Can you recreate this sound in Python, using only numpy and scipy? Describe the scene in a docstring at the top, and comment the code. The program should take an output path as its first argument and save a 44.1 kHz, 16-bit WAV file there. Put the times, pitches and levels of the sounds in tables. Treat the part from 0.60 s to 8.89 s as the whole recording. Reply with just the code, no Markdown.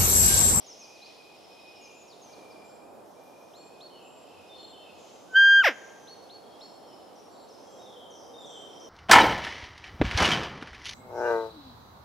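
"""A deer caller in a wood

A squeeze-bulb deer caller is pressed once close by. Its tight reed sings a pure high note, then goes
slack and slides down into separate slaps that ring the bulb and horn. Songbirds and a far pigeon call
among the trees, which send back a soft echo, over a low far-off roar and a faint hiss."""
import sys
import numpy as np
from scipy import signal
from scipy.fft import rfft, irfft, next_fast_len
from scipy.io import wavfile

SR = 44100
rng = np.random.default_rng(int(sys.argv[2]) if len(sys.argv) > 2 else 0)


def wav_out(sig):
    """Save sig, one row per channel (or a flat mono array), as 16-bit PCM at SR to the path in sys.argv[1]."""
    wavfile.write(sys.argv[1], SR, np.round(np.clip(np.atleast_2d(sig).T, -1, 1) * 32767).astype(np.int16))


N = 365588
T = np.arange(N) / SR
ECHO_FADE_S, ECHO_GAP_S = 1.16, 0.027   # the trees' echo: time to fall by 60 dB, wait before it starts
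# how loud the background is over time: t/s, far roar/dB, far birds/dB, hiss/dB
BACKGROUND_LEVELS = [(0, -53.5, -57.5, -68), (1.5, -53, -62, -70), (1.8, -49, -60.5, -67),
                     (2.3, -50, -70, -70), (3.2, -51.5, -66, -69.5), (4.5, -50.5, -61.5, -69.5),
                     (6.7, -49.5, -65.5, -69.5), (8.29, -48, -65.5, -69.5)]


def amp(db):
    """Turn decibels into a number to multiply a sound by."""
    return 10 ** (np.asarray(db) / 20)


def rms_one(x):
    """Scale a sound so that its average strength (rms) is 1."""
    return x / np.sqrt(np.mean(x ** 2) + 1e-20)


def in_time(rows, t=T):
    """Join a table's rows by straight lines in time: one curve for each column after the first."""
    times, *columns = np.transpose(rows)
    return [np.interp(t, times, column) for column in columns]


def at_hz(points, hz):
    """Read a table between its frequencies, giving every octave the same room."""
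    freqs, values = np.transpose(points)
    return np.interp(np.log(hz), np.log(freqs), values)


def pan(x, lean_db):
    """Make the left channel lean_db louder than the right."""
    return x * amp([[lean_db / 2], [-lean_db / 2]])


def drift(rate, size=N):
    """A wandering curve: `rate` random values a second, joined by lines."""
    return np.interp(np.arange(size) * rate / SR, np.arange(2000), rng.standard_normal(2000))


def resonance(x, hz, width_hz):
    """Let through the band around hz, as a ringing hollow does."""
    r = np.exp(-np.pi * width_hz / SR)
    feedback = [1, -2 * r * np.cos(2 * np.pi * hz / SR), r * r]
    return signal.lfilter([(1 - r * r) / 2, 0, (r * r - 1) / 2], feedback, x)


def steep_band(x, hz, width_hz):
    """The same resonance twice, for a band with steeper sides."""
    return resonance(resonance(x, hz, width_hz), hz, width_hz)


def shaped_noise(spectrum):
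    """Stereo noise of strength 1, with lows and highs balanced as in the given table."""
    # how alike the two channels are: f/Hz, likeness (0 unrelated, 1 the same)
    likeness = [(150, .0), (300, 0.52), (600, 0.44), (3000, 0.4), (12000, .5)]
    # how much louder the left is than the right: f/Hz, level/dB
    lean = [(60, 1), (380, -2.5), (2380, 0), (15000, 0)]
    size = next_fast_len(N)
    hz = np.maximum(np.fft.rfftfreq(size, 1 / SR), 1)
    mid, side = rfft(rng.standard_normal((2, size)))
    alike = at_hz(likeness, hz)
    pair = np.sqrt(1 + alike) * mid + np.sqrt(1 - alike) * side * [[1], [-1]]
    gain = amp(at_hz(spectrum, hz) + at_hz(lean, hz) / 2 * [[1], [-1]])
    return rms_one(irfft(pair * gain, size)[:, :N])


def wood_echo(x, alike, fade_s, gap_s):
    """Sound bounces off many surfaces and comes back as a dying blur, 60 dB down after fade_s."""
    t = np.arange(int(1.5 * SR)) / SR
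    mid, side = rng.standard_normal((2, len(t)))
    spread = np.sqrt((1 - alike) / (1 + alike))
    tail = (mid + spread * side * [[1], [-1]]) * amp(-60 * t / fade_s) * (t > gap_s)
    return signal.fftconvolve(x, tail / np.sqrt(np.sum(tail ** 2) / 2), axes=1)[:, :N]


def far_roar(level_db):
    """A low far-off roar: deep noise whose level wavers slightly."""
    # tone colour of the roar: f/Hz, level/dB
    spectrum = [(12, -80), (20, -41.5), (98, -14), (135, -13), (248, -6.5), (484, -2.5), (761, -3),
                (1270, -15), (2200, -30.5), (2860, -53), (4840, -120)]
    return amp(level_db + 0.41 * drift(8)) * shaped_noise(spectrum)


def far_birds(level_db):
    """Many distant birds blur into a band of noise that swells and sinks."""
    # tone colour of the blur: f/Hz, level/dB
    spectrum = [(1180, -33.5), (2000, -3.5), (3170, 2), (4740, -2), (5150, 1.5), (7500, -18), (9750, -39),
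                (16500, -120)]
    return amp(level_db + 1.5 * drift(6)) * shaped_noise(spectrum)


def faint_hiss(level_db):
    """Thin, high noise all round."""
    # tone colour of the hiss: f/Hz, level/dB
    spectrum = [(4120, -30), (7000, 1.5), (8050, -2.5), (10200, 0.5), (14100, -9), (15500, -8.5)]
    return amp(level_db) * shaped_noise(spectrum)


def low_hum():
    """A low hum comes and goes: noise in so narrow a band that it sounds like a wavering note."""
    # rise and fall of the hum: t/s, level/dB
    swell = [(3.5, -100), (3.75, -75), (4.4, -76), (4.6, -100)]
    level_db, = in_time(swell)
    return amp(level_db) * rms_one(steep_band(rng.standard_normal(N), hz=88.8, width_hz=12))


def rasps():
    """Short, smooth swells of very high noise."""
    # each rasp: t/s, length/s, level/dB
    bursts = [(2.32, .07, -76), (2.443, .1, -75), (2.61, .12, -72), (2.77, .08, -75), (2.883, .1, -76)]
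    swell = sum(amp(db) * np.exp(-((T - s - length / 2) / (length / 2)) ** 2) for s, length, db in bursts)
    noise = steep_band(rng.standard_normal(N), hz=12900, width_hz=1100)
    return pan(swell * rms_one(noise), 3.6)


def pigeon_coos():
    """A far pigeon's low notes, each sagging a little in pitch; rows for glides()."""
    # each coo: t/s, length/s, end f/Hz, level/dB
    coos = [(7.14, .28, 500, -57.5), (7.68, .16, 462, -57), (8.1, .19, 448, -59)]
    sag, bend, echo_db = .03, 1, 0.5
    return [(s, length, hz * (1 + sag), hz, bend, echo_db, db) for s, length, hz, db in coos]


def songbird_whistles():
    """Songbirds whistle notes that slide from one pitch to another; rows for glides()."""
    # a near bird whips up to a held note: t/s, length/s, level/dB
    whips = [(2.931, .13, -61), (3.202, .075, -53.5), (5.468, .077, -53.5), (5.692, .085, -55),
             (6.005, .062, -50)]
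    # thin high whistles: t/s, length/s, level/dB
    seeps = [(2.042, .14, -69), (2.955, .15, -66), (3.42, .24, -69), (3.979, .18, -68.5), (5.991, .2, -73),
             (6.704, .17, -72), (7.042, .19, -71.5), (7.779, .22, -65)]
    # shape of a whip, a thin whistle and a chip: start f/Hz, end f/Hz, bend, echo over direct/dB
    whip_shape = (2450, 4370, 9, -5.5)
    seep_shape = (7170, 7510, 3.3, -4)
    chip_shape = (5780, 4950, 1.6, -3)
    # chirps that drop and level off: t/s, start f/Hz, end f/Hz, level/dB
    hooks = [(5.995, 6500, 5150, -64), (6.266, 6000, 5200, -64), (6.551, 6500, 5520, -66),
             (6.884, 6900, 5140, -61), (7.161, 6940, 5390, -69), (7.503, 6900, 5600, -60),
             (7.854, 7160, 5650, -61), (8.196, 7100, 5550, -61)]
    # quick sweeps of a song: t/s, length/s, start f/Hz, end f/Hz, bend, level/dB
    sweeps = [(.061, .077, 6940, 4750, .9, -53.5), (.19, .064, 6800, 4400, .9, -55),
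              (.3, .09, 6900, 3700, 1.4, -66), (.413, .075, 3770, 6200, .55, -58),
              (1.21, .075, 6900, 5500, .65, -62), (1.287, .04, 5460, 7300, 1.2, -67),
              (1.34, .14, 7300, 6000, .55, -67), (1.475, .065, 6000, 3400, 1.0, -60),
              (1.615, .095, 6600, 5240, .7, -59), (1.72, .028, 5300, 3700, .8, -60),
              (1.898, .034, 5610, 4150, .8, -60), (2.088, .03, 5800, 4170, .9, -67),
              (2.925, .02, 4500, 6900, 1.1, -68), (3.192, .02, 4500, 6900, 1.1, -68)]
    # flute-like notes from farther off: t/s, length/s, start f/Hz, end f/Hz, level/dB
    flutes = [(0, .03, 6300, 5000, -58), (.15, .55, 2470, 2490, -67), (.891, .38, 2490, 2450, -64.5),
              (.97, .05, 3950, 3700, -67), (1.1, .3, 2950, 2600, -71), (1.656, .37, 2420, 2370, -68),
              (2.136, .19, 2410, 2466, -76), (2.545, .27, 2343, 2480, -73), (2.955, .19, 2420, 2517, -72),
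              (3.3, .15, 3200, 2520, -66), (3.7, .12, 2800, 2420, -67), (3.827, .066, 5170, 5100, -73),
              (3.89, .09, 3620, 3480, -60), (3.95, .055, 4360, 4220, -57), (3.965, .04, 4000, 2900, -61),
              (4.125, .06, 3030, 3100, -61), (4.2, .12, 2800, 2450, -68), (5.363, .11, 6230, 5900, -69),
              (5.83, .08, 3310, 3250, -71), (6.22, .12, 3250, 2950, -71), (7.056, .06, 3290, 3240, -69),
              (8.102, .15, 5750, 5790, -68)]
    chip_s, flick_s, flick_hz = .027, .018, 5400
    hook_s, hook_bend, flute_bend = .042, 4, 1.2
    hook_echo_db, sweep_echo_db, flute_echo_db = 5, -1.5, 6
    notes = [(s, length, *whip_shape, db) for s, length, db in whips]
    notes += [(s, length, *seep_shape, db) for s, length, db in seeps]
    # seven evenly spaced chips, each 1 dB louder than the last and ending in an upward flick
    chips = [(.752 + k * .0805, -65 + k) for k in range(7)]
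    _, low_hz, _, chip_echo_db = chip_shape
    notes += [(s, chip_s, *chip_shape, db) for s, db in chips]
    notes += [(s + chip_s, flick_s, low_hz, flick_hz, 1, chip_echo_db, db) for s, db in chips]
    notes += [(s, hook_s, *pitches, hook_bend, hook_echo_db, db) for s, *pitches, db in hooks]
    notes += [(*glide, sweep_echo_db, db) for *glide, db in sweeps]
    notes += [(*glide, flute_bend, flute_echo_db, db) for *glide, db in flutes]
    return notes


def glides(notes):
    """Sliding bird notes: a higher bend nears the end pitch sooner, and longer notes warble more."""
    for s, length, start_hz, end_hz, bend, echo_over_db, direct_db in notes:
        warble_hz = min(75, .018 * end_hz) * min(length / .15, 1) ** 2
        remaining = np.linspace(1, 0, round(length * SR))
        hz = end_hz + (start_hz - end_hz) * remaining ** bend + warble_hz * drift(120, len(remaining))
        yield s, hz, direct_db, direct_db + echo_over_db


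def slurs():
    """Long bird notes that hold, slide down and hold again."""
    # each note: t/s, level/dB
    notes = [(7.188, -62.5), (7.735, -58.5)]
    high_hz, low_hz, middle_s, slide_s, echo_over_db = 3820, 3110, .105, .04, 7
    t = np.arange(round(.33 * SR)) / SR
    hz = low_hz + (high_hz - low_hz) / (1 + np.exp((t - middle_s) / slide_s))
    for s, direct_db in notes:
        yield s, hz + 65 * drift(120, len(t)), direct_db, direct_db + echo_over_db


def trills():
    """Bird notes whose pitch swings quickly up and down."""
    # each trill: t/s, length/s, start f/Hz, end f/Hz, swing/Hz, rate/Hz, unevenness/rad, echo level/dB
    notes = [(2.446, 0.51, 5960, 5860, 493, 36, 2.5, -74), (3.3, .55, 2900, 2700, 330, 25, 3.5, -67),
             (3.93, .3, 3500, 3000, 500, 25, 3.5, -63), (4.34, 0.26, 6800, 6700, 760, 28, 3.25, -64.5),
             (4.697, 0.65, 6860, 6070, 518, 36, 3.5, -63), (6.69, 0.13, 4134, 4140, 417, 39, 3.42, -63.5),
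             (6.98, .3, 5800, 5600, 550, 30, 3.5, -65), (7.53, .12, 5500, 5400, 500, 30, 3.5, -62),
             (7.842, .23, 8100, 7970, 550, 24, 0.11, -75.5), (8.06, .15, 5400, 5400, 350, 30, 3.5, -64)]
    for s, length, start_hz, end_hz, swing_hz, rate, uneven, echo_db in notes:
        t = np.arange(round(length * SR)) / SR
        swing = np.sin(2 * np.pi * rate * t + uneven * drift(30, len(t)))
        hz = start_hz + (end_hz - start_hz) * t / length + swing_hz * swing
        # even trills come from near, uneven ones arrive mostly by way of the trees
        yield s, hz, echo_db + 4 - 2.8 * uneven, echo_db


def birds():
    """Each bird note is one pure tone, heard directly, smeared by leaves and echoed by the trees."""
    voices = [*glides(songbird_whistles()), *glides(pigeon_coos()), *slurs(), *trills()]
    direct, echo = np.zeros((2, N))
    for s, hz, direct_db, echo_db in voices:
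        at = round(s * SR)
        hz = hz[:N - at]
        t = np.arange(len(hz)) / SR
        shape = np.minimum(1, np.minimum(t / .007, (t[-1] - t) / (0.1 * t[-1])))   # fade in and out
        flutter = amp(2.5 * drift(60, len(hz)))
        note = np.sqrt(2) * np.sin(2 * np.pi * np.cumsum(hz) / SR) * shape * flutter
        direct[at:at + len(hz)] += amp(direct_db) * note
        echo[at:at + len(hz)] += amp(echo_db) * note
    direct, echo = pan(direct, .5), pan(echo, .5)
    leaves = amp(-6) * wood_echo(direct, alike=.8, fade_s=.15, gap_s=.002)
    trees = wood_echo(echo, alike=.8, fade_s=ECHO_FADE_S, gap_s=ECHO_GAP_S)
    return direct + leaves + trees


def tight_reed(t, hz, phase):
    """The tight reed swings smoothly, giving an almost pure note that weakens as its pitch drops."""
    # the main note, then its overtones at 2, 3, ... times the pitch: level/dB
    overtones = [0, -10.5, -32, -39, -62, -63, -51, -59, -62]
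    stir_s, full_s, tire_s = 4.728, 4.761, 5.0
    stir_db, full_db, rounding_db = -46.5, -13.9, 2.5
    tight_hz, loss_db_per_hz = 1594, .05
    # the swing wakes slowly, then fast, and rounds off into a held note; slopes are in dB a second
    waking_db = np.maximum(stir_db + 500 * (t - stir_s), full_db + 1000 * (t - full_s))
    held_db = full_db - 5 * (t - full_s)
    swing_db = -rounding_db * np.logaddexp(-waking_db / rounding_db, -held_db / rounding_db)
    swing_db -= (60 * (t - tire_s) + loss_db_per_hz * np.maximum(tight_hz - hz, 0)) * (t > tire_s)
    below_peak_db = swing_db - swing_db.max()
    tone = 0
    for k, level_db in enumerate(overtones):
        # overtones grow faster than the main note, and the upper ones waver as the squeeze changes
        level_db = level_db + min(k, 3) * .5 * below_peak_db + (k > 1) * 2.5 * drift(14, len(t))
        tone = tone + pan(amp(level_db) * np.cos((k + 1) * phase), 2 if k == 1 else 0)
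    return np.sqrt(2) * amp(swing_db) * tone


def air_squirts(strength, phase):
    """Air squirts out with each slap of the reed and hisses through narrow passages."""
    # the band each passage hisses in: f/Hz, width/Hz, level/dB
    passages = [(4600, 700, -15), (5600, 700, -13), (7800, 600, -27), (10000, 1500, -33),
                (12000, 1200, -22), (14200, 1500, -30)]
    mid, side = rng.standard_normal((2, len(phase)))
    pulses = 6 * np.exp(1.5 * (np.cos(phase) - 1))
    squirts = strength * pulses * (mid + .5 * side * [[1], [-1]])
    return pan(sum(amp(db) * steep_band(squirts, f, width) for f, width, db in passages), 2)


def slack_reed(t, hz, phase):
    """The slack reed slaps shut once a swing, and each slap rings the bulb and horn."""
    # where bulb and horn ring: f/Hz, width/Hz, level/dB
    horn = [(250, 540, 0), (597, 450, -2.5), (1830, 730, 10), (2794, 880, -3.5)]
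    from_s, to_s, rise_db_per_s, fall_db_per_s = 5.045, 5.079, 1400, 560
    puff_hz, edge_top_hz = 2100, 5950
    slap_db = -24 - rise_db_per_s * np.maximum(from_s - t, 0) - fall_db_per_s * np.maximum(t - to_s, 0)
    strength = amp(slap_db + drift(400, len(t))) * np.sqrt(hz / 600)
    slap_phase = phase + .05 * drift(500, len(t))   # slaps come a little early or late
    # the soft part of a slap carries little above puff_hz
    puffs = sum(np.cos(k * slap_phase) * np.exp(-(k * hz / puff_hz) ** 2 / 2) for k in range(1, 50))
    body = sum(amp(db) * resonance(strength * puffs, f, width) for f, width, db in horn)
    # its hard edge rings in the mouth of the horn
    edges = sum(np.cos(k * slap_phase) * (k * hz < edge_top_hz) for k in range(1, 50))
    mouth = amp(-12.5) * steep_band(strength * edges, hz=5100, width_hz=1300)
    return body + mouth + air_squirts(strength, phase)


def deer_caller():
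    """One squeeze of the bulb blows air past a reed, which is first tight and then slack."""
    # pitch of the reed through squeeze and release: t/s, f/Hz
    reed_pitch = [(4.75, 1525), (4.766, 1577), (4.79, 1589), (4.92, 1595), (5.0, 1592), (5.018, 1534),
                  (5.028, 1385), (5.036, 1215), (5.043, 950), (5.059, 716), (5.075, 565), (5.087, 478),
                  (5.089, 365), (5.1, 285), (5.13, 211)]
    start, end = round(4.65 * SR), round(5.2 * SR)
    t = T[start:end]
    hz, = in_time(reed_pitch, t)
    phase = 2 * np.pi * np.cumsum(hz) / SR
    sound = np.zeros((2, N))
    sound[:, start:end] = tight_reed(t, hz, phase) + slack_reed(t, hz, phase)
    return sound


def scene():
    """The caller close by with its echoes, birds in the trees, background all round."""
    caller = deer_caller()
    ground = amp(-21) * wood_echo(caller, alike=.1, fade_s=.12, gap_s=.003)   # answers at once
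    trunks = amp(-27) * wood_echo(caller, alike=.6, fade_s=ECHO_FADE_S, gap_s=ECHO_GAP_S)
    foreground = caller + ground + trunks + birds() + rasps()
    roar_db, far_birds_db, hiss_db = in_time(BACKGROUND_LEVELS)
    return foreground + low_hum() + far_roar(roar_db) + far_birds(far_birds_db) + faint_hiss(hiss_db)


def record(dry):
    """Cut away the very highest treble."""
    cutoff_hz = 15600
    return signal.sosfilt(signal.ellip(12, .5, 70, cutoff_hz, fs=SR, output="sos"), dry)


dry = scene()
out = record(dry)
wav_out(out)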